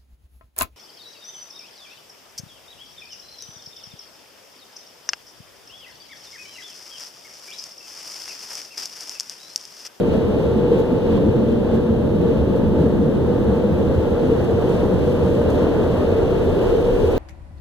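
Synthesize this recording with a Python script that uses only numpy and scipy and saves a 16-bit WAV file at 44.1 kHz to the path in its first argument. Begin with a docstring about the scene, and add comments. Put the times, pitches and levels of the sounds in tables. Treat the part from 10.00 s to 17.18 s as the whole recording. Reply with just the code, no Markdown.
"""Inside a closed car rolling through an automatic wash, heard on a stereo microphone in the cabin.
From the start, wet cloth strips drum on the body and boom in the cabin, water jets hiss and patter on
roof and glass, and drive motors hum through the panels. A second in, one strip drags along a door on a
low note, and the first of a few fat drops ticks on a window. The spray thickens in the second half,
and near the end a slow buffeting of air builds up."""
import sys
import numpy as np
from scipy import signal
from scipy.fft import rfft, irfft, next_fast_len
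from scipy.io import wavfile
from scipy.ndimage import uniform_filter1d

SR = 44100
rng = np.random.default_rng(int(sys.argv[2]) if len(sys.argv) > 2 else 0)


def wrap_up_sound(samples):
    """Save the sound to the file named by the first command line argument, as 16-bit audio."""
    columns = np.atleast_2d(samples).T
    # keep every value between -1 and 1, then stretch to whole-number steps
    tamed = np.clip(columns, -1, 1)
    steps = np.round(tamed * 32767).astype(np.int16)
    wavfile.write(sys.argv[1], SR, steps)


N = 316638
TIME = np.arange(N) / SR
FFT_SIZE = next_fast_len(N)
FREQ = np.maximum(np.fft.rfftfreq(FFT_SIZE, 1 / SR), 1)

# Resonances around the microphone: cabin air, tailgate, doors, roof, and the whole body in a draught.
# Each row: frequency in Hz, width in Hz, level in dB.
CABIN_MODES = [(74, 12, -2.5), (84.7, 42, -4.5), (109, 21, -7.5)]
TAILGATE_MODES = [(121.4, 28, -9.5), (133.8, 24, -7), (160.8, 11.5, -5), (193.7, 44, -5)]
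DOOR_MODES = [(224.6, 13, -5.5), (245, 66, -3.5), (305.5, 105, -4)]
ROOF_MODES = [(371.2, 73, -4.5), (441, 23, -10.5), (464.4, 68.5, -1), (513, 78, -12)]
BODY_MODES = [(30, 18, 0)]
# How hard the cloth presses: it drags past the doors first, then the tailgate, and lets go.
# Each row: time in seconds, level on the doors in dB, level on the tailgate in dB.
CLOTH_PRESSURE = [(0.0, -26, -27.5), (1.25, -22.5, -24), (1.9, -23.5, -25.5), (2.85, -23, -23),
                  (4.0, -25.5, -27), (4.7, -25, -24), (5.7, -24.5, -27), (7.18, -29.5, -32)]
# The cloth lifts off for a moment. Each row: start in seconds, length in seconds, level change in dB.
CLOTH_LULLS = [(.82, 0.079, -3.5), (.99, 0.054, -4.5), (1.318, 0.03, -6), (1.66, .06, -4),
               (1.8, 0.25, -1.5), (4.15, 0.063, -3)]
# Single heavy strips landing. Each row: start in seconds, level in dB, pitch of the struck panel in Hz.
STRIP_SLAPS = [(.143, -16, 228), (.225, -26, 91), (.26, -19.5, 209), (.495, -27, 88), (.545, -20.5, 218),
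               (.71, -12, 465), (.789, -17, 443), (.9, -19, 232.5), (1.207, -15.5, 471), (1.253, -20, 217),
               (1.261, -20.5, 97.6), (1.735, -19, 220), (1.893, -20.5, 92), (2.135, -19, 203),
               (2.19, -19.5, 174), (2.296, -19, 471), (2.403, -21.3, 84), (2.647, -20, 213.5),
               (2.655, -24, 81), (2.76, -21.5, 86), (2.795, -17.5, 156), (2.838, -18.5, 223),
               (2.98, -18, 202.7), (2.98, -24.5, 79), (3.04, -19.5, 150), (3.142, -23, 205.3),
               (3.184, -24, 80), (3.312, -24.5, 79.5), (3.452, -21, 72), (3.469, -19, 206),
               (3.633, -17, 207), (3.695, -17, 175), (3.708, -19.5, 79.4), (3.77, -21, 208),
               (3.866, -21, 82), (3.95, -17.3, 82), (4.102, -23.5, 80), (4.245, -21, 254),
               (4.296, -16, 451), (4.383, -24.5, 86), (4.512, -22.5, 85), (4.673, -16.5, 449.5),
               (4.781, -23.5, 84.4), (4.905, -20, 186), (4.945, -22, 89.9), (5.054, -21.5, 82),
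               (5.198, -22, 81), (5.278, -25.5, 86), (5.462, -25, 87), (5.541, -25, 85.6), (5.828, -24, 89),
               (5.956, -24.5, 80.5), (6.091, -22.5, 88), (6.202, -22.5, 76), (6.445, -21, 75),
               (6.56, -15, 398), (6.746, -16, 454), (7.008, -19.5, 76.6), (7.01, -17.5, 416)]
# One strip catches on a door, hardest just before it slips off. Each row: time in seconds, level in dB.
RUB_GRIP = [(1.0, -50), (1.1, -28), (1.3, -28), (1.335, -38), (1.38, -24), (1.6, -26.5), (1.69, -33),
            (1.75, -20.5), (1.85, -30), (1.9, -17), (1.97, -24), (2.02, -24), (2.07, -60)]
# Water reaching the car, as one spray arch falls behind and the next draws near.
# Each row: time in seconds, then flow on the metal, flow on the glass and fine spray, all in dB.
WATER_FLOW = [(0.0, -33, -48.5, -50.3), (0.6, -33.5, -49.5, -51), (.86, -35, -50.5, -52),
              (1.4, -34, -50, -53), (2.0, -36, -52, -54.5), (3.3, -33.5, -51.5, -51.5),
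              (4.2, -32.5, -49.5, -48.5), (5.3, -31.5, -48, -46), (5.8, -30, -47.5, -47.5),
              (7.18, -32, -46.5, -44.5)]
# A jet sweeps across the car. Each row: start in seconds, length in seconds, lift of the flow in dB.
JET_SWEEPS = [(.11, .07, 1.8), (.705, .112, 3.9), (1.07, .115, 3.2), (1.7, .085, 2), (2.2, .22, 1.6),
              (2.77, .1, 2.8), (4.63, .19, 1.1), (5.54, .12, 1.4), (6.58, .14, 1.7)]
# Water on metal, jets on glass, fine spatter and moving air, as they sound from inside the cabin.
# Each row: frequency in Hz, relative spectral level in dB.
WASH_COLOUR = [(300, -20), (520, 2), (620, 3.5), (700, -1), (790, -4), (860, -3), (1000, -6.5),
               (1300, -11.5), (1600, -14), (2000, -20.5), (3000, -56)]
JET_COLOUR = [(900, -18), (1900, -3.5), (2700, 6), (3500, 1.5), (4200, -3), (5000, -9.5), (6000, -14),
              (9000, -31.5)]
SPATTER_COLOUR = [(2000, -24.5), (4500, -1.5), (6200, -0.5), (8000, -4), (10000, -4), (12500, -9),
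                  (15000, -5)]
AIR_COLOUR = [(10, -29), (18, -1.5), (26, -3), (32, 5.5), (42, 5.5), (55, 0.5), (70, -0.5), (120, -46.5)]
# The main drive, a little flat while under load. Each row: time in seconds, pitch in Hz, level in dB.
DRIVE_DRONE = [(0, 480.2, -31.5), (.65, 479, -27.5), (1.0, 479.6, -31), (1.6, 487, -32.5),
               (3.3, 485, -31.5), (3.9, 485.2, -28), (4.9, 487, -31.5), (5.5, 486.2, -31.5),
               (7.18, 486.8, -29.5)]
# The pump tones: low, middle and a thin whine. Each entry: pitch in Hz.
PUMP_HZ = [529.8, 592.8, 877]
# The pumps as the car moves past. Each row: time in seconds, then low, middle and whine levels in dB.
PUMP_LEVELS = [(0, -43, -33, -44), (.3, -36, -37, -42), (.75, -43, -41, -39.5), (1.25, -33.5, -39, -48.5),
               (1.75, -34, -39.5, -46), (2.0, -37, -39.5, -53), (2.3, -35.5, -41, -45),
               (2.8, -34, -37, -44.5), (3.15, -38, -44, -51), (3.7, -35.5, -43, -42.5),
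               (4.2, -36, -35.5, -45), (4.7, -39, -38.5, -51), (5.3, -34, -34.5, -48),
               (5.75, -37, -34, -43.5), (6.3, -31.5, -37.5, -46), (7.18, -36.5, -48, -46)]
# Fat drops on a window. Each row: time in seconds, level in dB, decay time in seconds.
WINDOW_DROPS = [(1.363, -57, .004), (1.738, -51.5, .02), (2.15, -55, .006), (2.215, -51.5, .0053),
                (2.56, -49.5, .011), (3.058, -53, .004), (4.442, -49.5, .008), (5.501, -41, .008),
                (6.59, -48, .004), (7.018, -48.5, .004)]
# Sound that reaches the microphone straight from the two sides of the car.
# Each row: frequency in Hz, share of the power from 0 to 1.
DIRECT_SHARE = [(35, 1), (55, 0.3), (78, 0.78), (120, 0.45), (200, 0.9), (300, 0.71), (390, 0.37),
                (480, 0.61), (750, 0.71), (1250, 0.85), (3500, 0.89), (7000, 0.19), (10500, 0.43),
                (13500, 0.97)]


def cloth(boom_db=-28.5, ease_db=-1.5, ease_at_s=4.3, ease_width_s=1.3, roof_follow=0.75, roof_lull=0.59):
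    """Strips drum all around: cabin air booms, panels ring with the pressure, the roof with the flow."""
    on_doors, on_tailgate = curves(CLOTH_PRESSURE)
    _, on_glass, _ = water_flow()
    # the even boom eases in the middle of the curtain, where single strips take over
    easing = ease_db * np.exp(-((TIME - ease_at_s) / ease_width_s) ** 2)
    boom = impacts(resonances(CABIN_MODES), per_s=220, spread_db=1.5, ring_s=0.056, db=boom_db + easing)
    tailgate = impacts(resonances(TAILGATE_MODES), per_s=470, spread_db=1, ring_s=0.015,
                       db=on_tailgate + 0.5)
    doors = impacts(resonances(DOOR_MODES), per_s=460, spread_db=-3.5, ring_s=0.034, db=on_doors)
    # overhead, the roof takes only a share of the swings in the flow and of the lulls
    on_roof = on_glass.mean() + roof_follow * (on_glass - on_glass.mean())
    roof = impacts(resonances(ROOF_MODES), per_s=890, spread_db=0, ring_s=0.16, db=on_roof + 27)
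    lull_db = spells(CLOTH_LULLS, attack_s=0.006, release_s=0.006)
    return undb(lull_db) * (boom + tailgate + doors) + undb(roof_lull * lull_db) * roof


def slaps(roughness=0.5, width_hz=70, stereo_rad=0.35):
    """A wet strip piles onto a panel close by: a dull thud, the panel's note roughened by the cloth."""
    out = np.zeros((2, N + SR))
    age = np.arange(SR // 4) / SR
    for start_s, db, hz in STRIP_SLAPS:
        rise_s = 0.02 * (200 / hz) ** 0.4  # a 200 Hz panel peaks after 20 ms; lower ones swell longer
        push = (age / rise_s * np.exp(1 - age / rise_s)) ** 2
        band_hz = hz * np.exp(np.array([-0.5, 0.5]) * width_hz / hz)
        panel = signal.butter(2, band_hz, "bandpass", fs=SR, output="sos")
        scrub = signal.sosfilt(panel, rng.standard_normal(2 * len(age)))[len(age):]
        phase = 2 * np.pi * rng.random() + stereo_rad * rng.standard_normal((2, 1))
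        note = np.sqrt(2) * np.sin(2 * np.pi * hz * age + phase)
        thud = push * (note + roughness * scrub / scrub.std())
        thud *= np.sqrt(np.sum(push ** 2) / np.sum(thud ** 2, axis=1, keepdims=True))
        start = int(start_s * SR)
        out[:, start:start + len(age)] += undb(db) * thud
    return out[:, :N]


def door_rub(hz=230, sag_hz_per_s=4.44, waver_hz=1.49, judder_db=1.5):
    """Wet cloth drags on a door panel, catching and slipping on one slowly sagging low note."""
    age = TIME - RUB_GRIP[0][0]
    touching = (age > 0) & (TIME < RUB_GRIP[-1][0])
    grip = touching * undb(curves(RUB_GRIP)[0] + judder_db * wander(per_s=22))
    pitch = hz - sag_hz_per_s * age + waver_hz * wander(per_s=24.4)
    return np.sqrt(2) * grip * np.sin(2 * np.pi * np.cumsum(pitch) / SR)


def water(flutter_db=0.32, flicker_db=0.5):
    """Just outside, water sheets over the metal, jets drum on the glass and droplets spatter off it."""
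    on_metal, on_glass, spray = water_flow()
    wash = impacts(colour(WASH_COLOUR), per_s=1600, spread_db=2.5, ring_s=0.019, db=on_metal + 1.5)
    jets = impacts(colour(JET_COLOUR), per_s=4400, spread_db=-1, ring_s=0.0077, db=on_glass)
    spatter = impacts(colour(SPATTER_COLOUR), per_s=2300, spread_db=2.5, ring_s=0.0041, db=spray - 9.5)
    flutter = undb(flutter_db * wander(per_s=12))
    flicker = undb(flicker_db * wander(per_s=14))  # droplets gather and run off
    return flutter * (wash + jets + flicker * spatter)


def water_flow(metal_share=0.8):
    """Flow in dB on metal, on glass and in the spray; each sweeping jet lifts them, then cuts off."""
    on_metal, on_glass, spray = curves(WATER_FLOW)
    lift_db = spells(JET_SWEEPS, attack_s=0.029, release_s=0.007)
    return on_metal + metal_share * lift_db, on_glass + lift_db, spray + lift_db


def motors():
    """Beyond the panels, pumps swell as the car crosses their sound field; the uneven drive throbs."""
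    pumps = sum(motor_tone(hz, db, waver_hz=1.7, swell_db=3.2)
                for hz, db in zip(PUMP_HZ, curves(PUMP_LEVELS)))
    drive_hz, drive_db = curves(DRIVE_DRONE)
    return pumps + motor_tone(drive_hz, drive_db, waver_hz=2.7, swell_db=3.5)


def motor_tone(hz, db, waver_hz, swell_db, stereo_rad=0.61):
    """One hum, wavering in pitch and level, its phase drifting separately in each channel."""
    phase = 2 * np.pi * np.cumsum(hz + waver_hz * wander(per_s=12)) / SR
    swell = undb(swell_db * np.tanh(wander(per_s=11)))
    drift = stereo_rad * np.array([wander(per_s=1.31), wander(per_s=1.41)])
    return at_level(swell * np.sin(phase + drift), db)


def buffet(air_db=-36.5, draught_db=-28, arrives_s=6.72, rise_s=0.33):
    """Moving air rocks the body, deep below the drumming; a draught grows as the car nears, then holds."""
    nearness = np.exp(np.minimum(TIME - arrives_s, 0) / rise_s)
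    air = cabin(rng.standard_normal((4, N)), colour(AIR_COLOUR))
    heave = cabin(rng.standard_normal((4, N)), resonances(BODY_MODES))
    return at_level(air, air_db) + nearness * at_level(heave, draught_db)


def window_drops():
    """Single fat drops hit the glass near the microphone: faint, bright ticks that die at once."""
    strikes = sum(undb(db) * (TIME >= start_s) * np.exp(-np.abs(TIME - start_s) / ring_s)
                  for start_s, db, ring_s in WINDOW_DROPS)
    gain = colour(SPATTER_COLOUR)
    return cabin(strikes * rng.standard_normal((4, N)), gain / np.sqrt(np.mean(gain ** 2)))


def impacts(gain, per_s, spread_db, ring_s, db):
    """Random blows on the car, each a dying burst of noise, coloured by gain and heard from inside."""
    size = undb(spread_db * np.minimum(rng.exponential(size=N), 5))
    blows = (rng.random(N) < per_s / SR) * size ** 2
    # only the swings are filtered and the mean is added back, so the patter is full from the start
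    swings = signal.lfilter([1], [1, -np.exp(-1 / (ring_s * SR))], blows - blows.mean())
    power = np.maximum(swings + blows.mean() * ring_s * SR, 0)
    paths = np.sqrt(power / power.mean()) * rng.standard_normal((4, N))
    return at_level(cabin(paths, gain), db)


def cabin(paths, gain, lag_s=0.00039, lean_db=1.3):
    """Colour four paths (left side, right side, two diffuse) and bring them to the stereo microphone."""
    left, right, *diffuse = rfft(paths, FFT_SIZE)
    share = np.clip(over_frequency(DIRECT_SHARE), 0, 1)
    # long waves reach both channels alike; short ones reach the far channel late and inverted
    far = np.where(FREQ * lag_s > 0.5, -np.exp(-2j * np.pi * FREQ * lag_s), 1)
    direct = np.array([left + far * right, right + far * left]) / np.sqrt(2)
    at_microphone = np.sqrt(share) * direct + np.sqrt(1 - share) * np.array(diffuse)
    # the treble is a little stronger on the left
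    lean = undb(np.array([[0.5], [-0.5]]) * lean_db * FREQ / (FREQ + 1000))
    return irfft(at_microphone * gain * lean, FFT_SIZE)[:, :N]


def resonances(modes):
    """Gain of overlapping resonances with steep skirts; their powers add."""
    powers = (undb(db) ** 2 / (1 + ((FREQ - hz * hz / FREQ) / width) ** 2) ** 2 for hz, width, db in modes)
    return np.sqrt(sum(powers))


def colour(points):
    """Gain at every frequency from (Hz, dB) points."""
    return undb(over_frequency(points))


def over_frequency(points):
    """Join (Hz, value) points on a log-frequency axis."""
    hz, value = np.transpose(points)
    return np.interp(np.log(FREQ), np.log(hz), value)


def curves(table):
    """Each column after the time, joined by straight lines, one value per sample."""
    times, *columns = np.transpose(table)
    return [np.interp(TIME, times, column) for column in columns]


def spells(table, attack_s, release_s):
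    """Level change in dB from (start, length, dB) rows, each easing in and out."""
    def edge(at_s, over_s):
        return (1 + np.tanh((TIME - at_s) / over_s)) / 2

    return sum(db * (edge(start, attack_s) - edge(start + length, release_s)) for start, length, db in table)


def wander(per_s):
    """Random steps, smoothed twice and scaled to a spread of 1."""
    hold = max(int(SR / per_s), 1)
    steps = np.repeat(rng.standard_normal(N // hold + 1), hold)
    smooth = uniform_filter1d(uniform_filter1d(steps, hold), hold)[:N]
    return smooth / smooth.std()


def at_level(stereo, db):
    """Scale the mid of the two channels to unit rms, then apply a level or level curve in dB."""
    return stereo * undb(db) / stereo.mean(axis=0).std()


def undb(db):
    """Decibels to gain."""
    return 10 ** (np.asarray(db) / 20)


def scene():
    """Everything that reaches the microphone through the closed body."""
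    return cloth() + slaps() + door_rub() + water() + window_drops() + motors() + buffet()


def record(dry):
    """The recorder cuts the top steeply above 15.5 kHz."""
    return signal.sosfilt(signal.ellip(10, 0.2, 80, 15500, fs=SR, output="sos"), dry)


dry = scene()
out = record(dry)
wrap_up_sound(out)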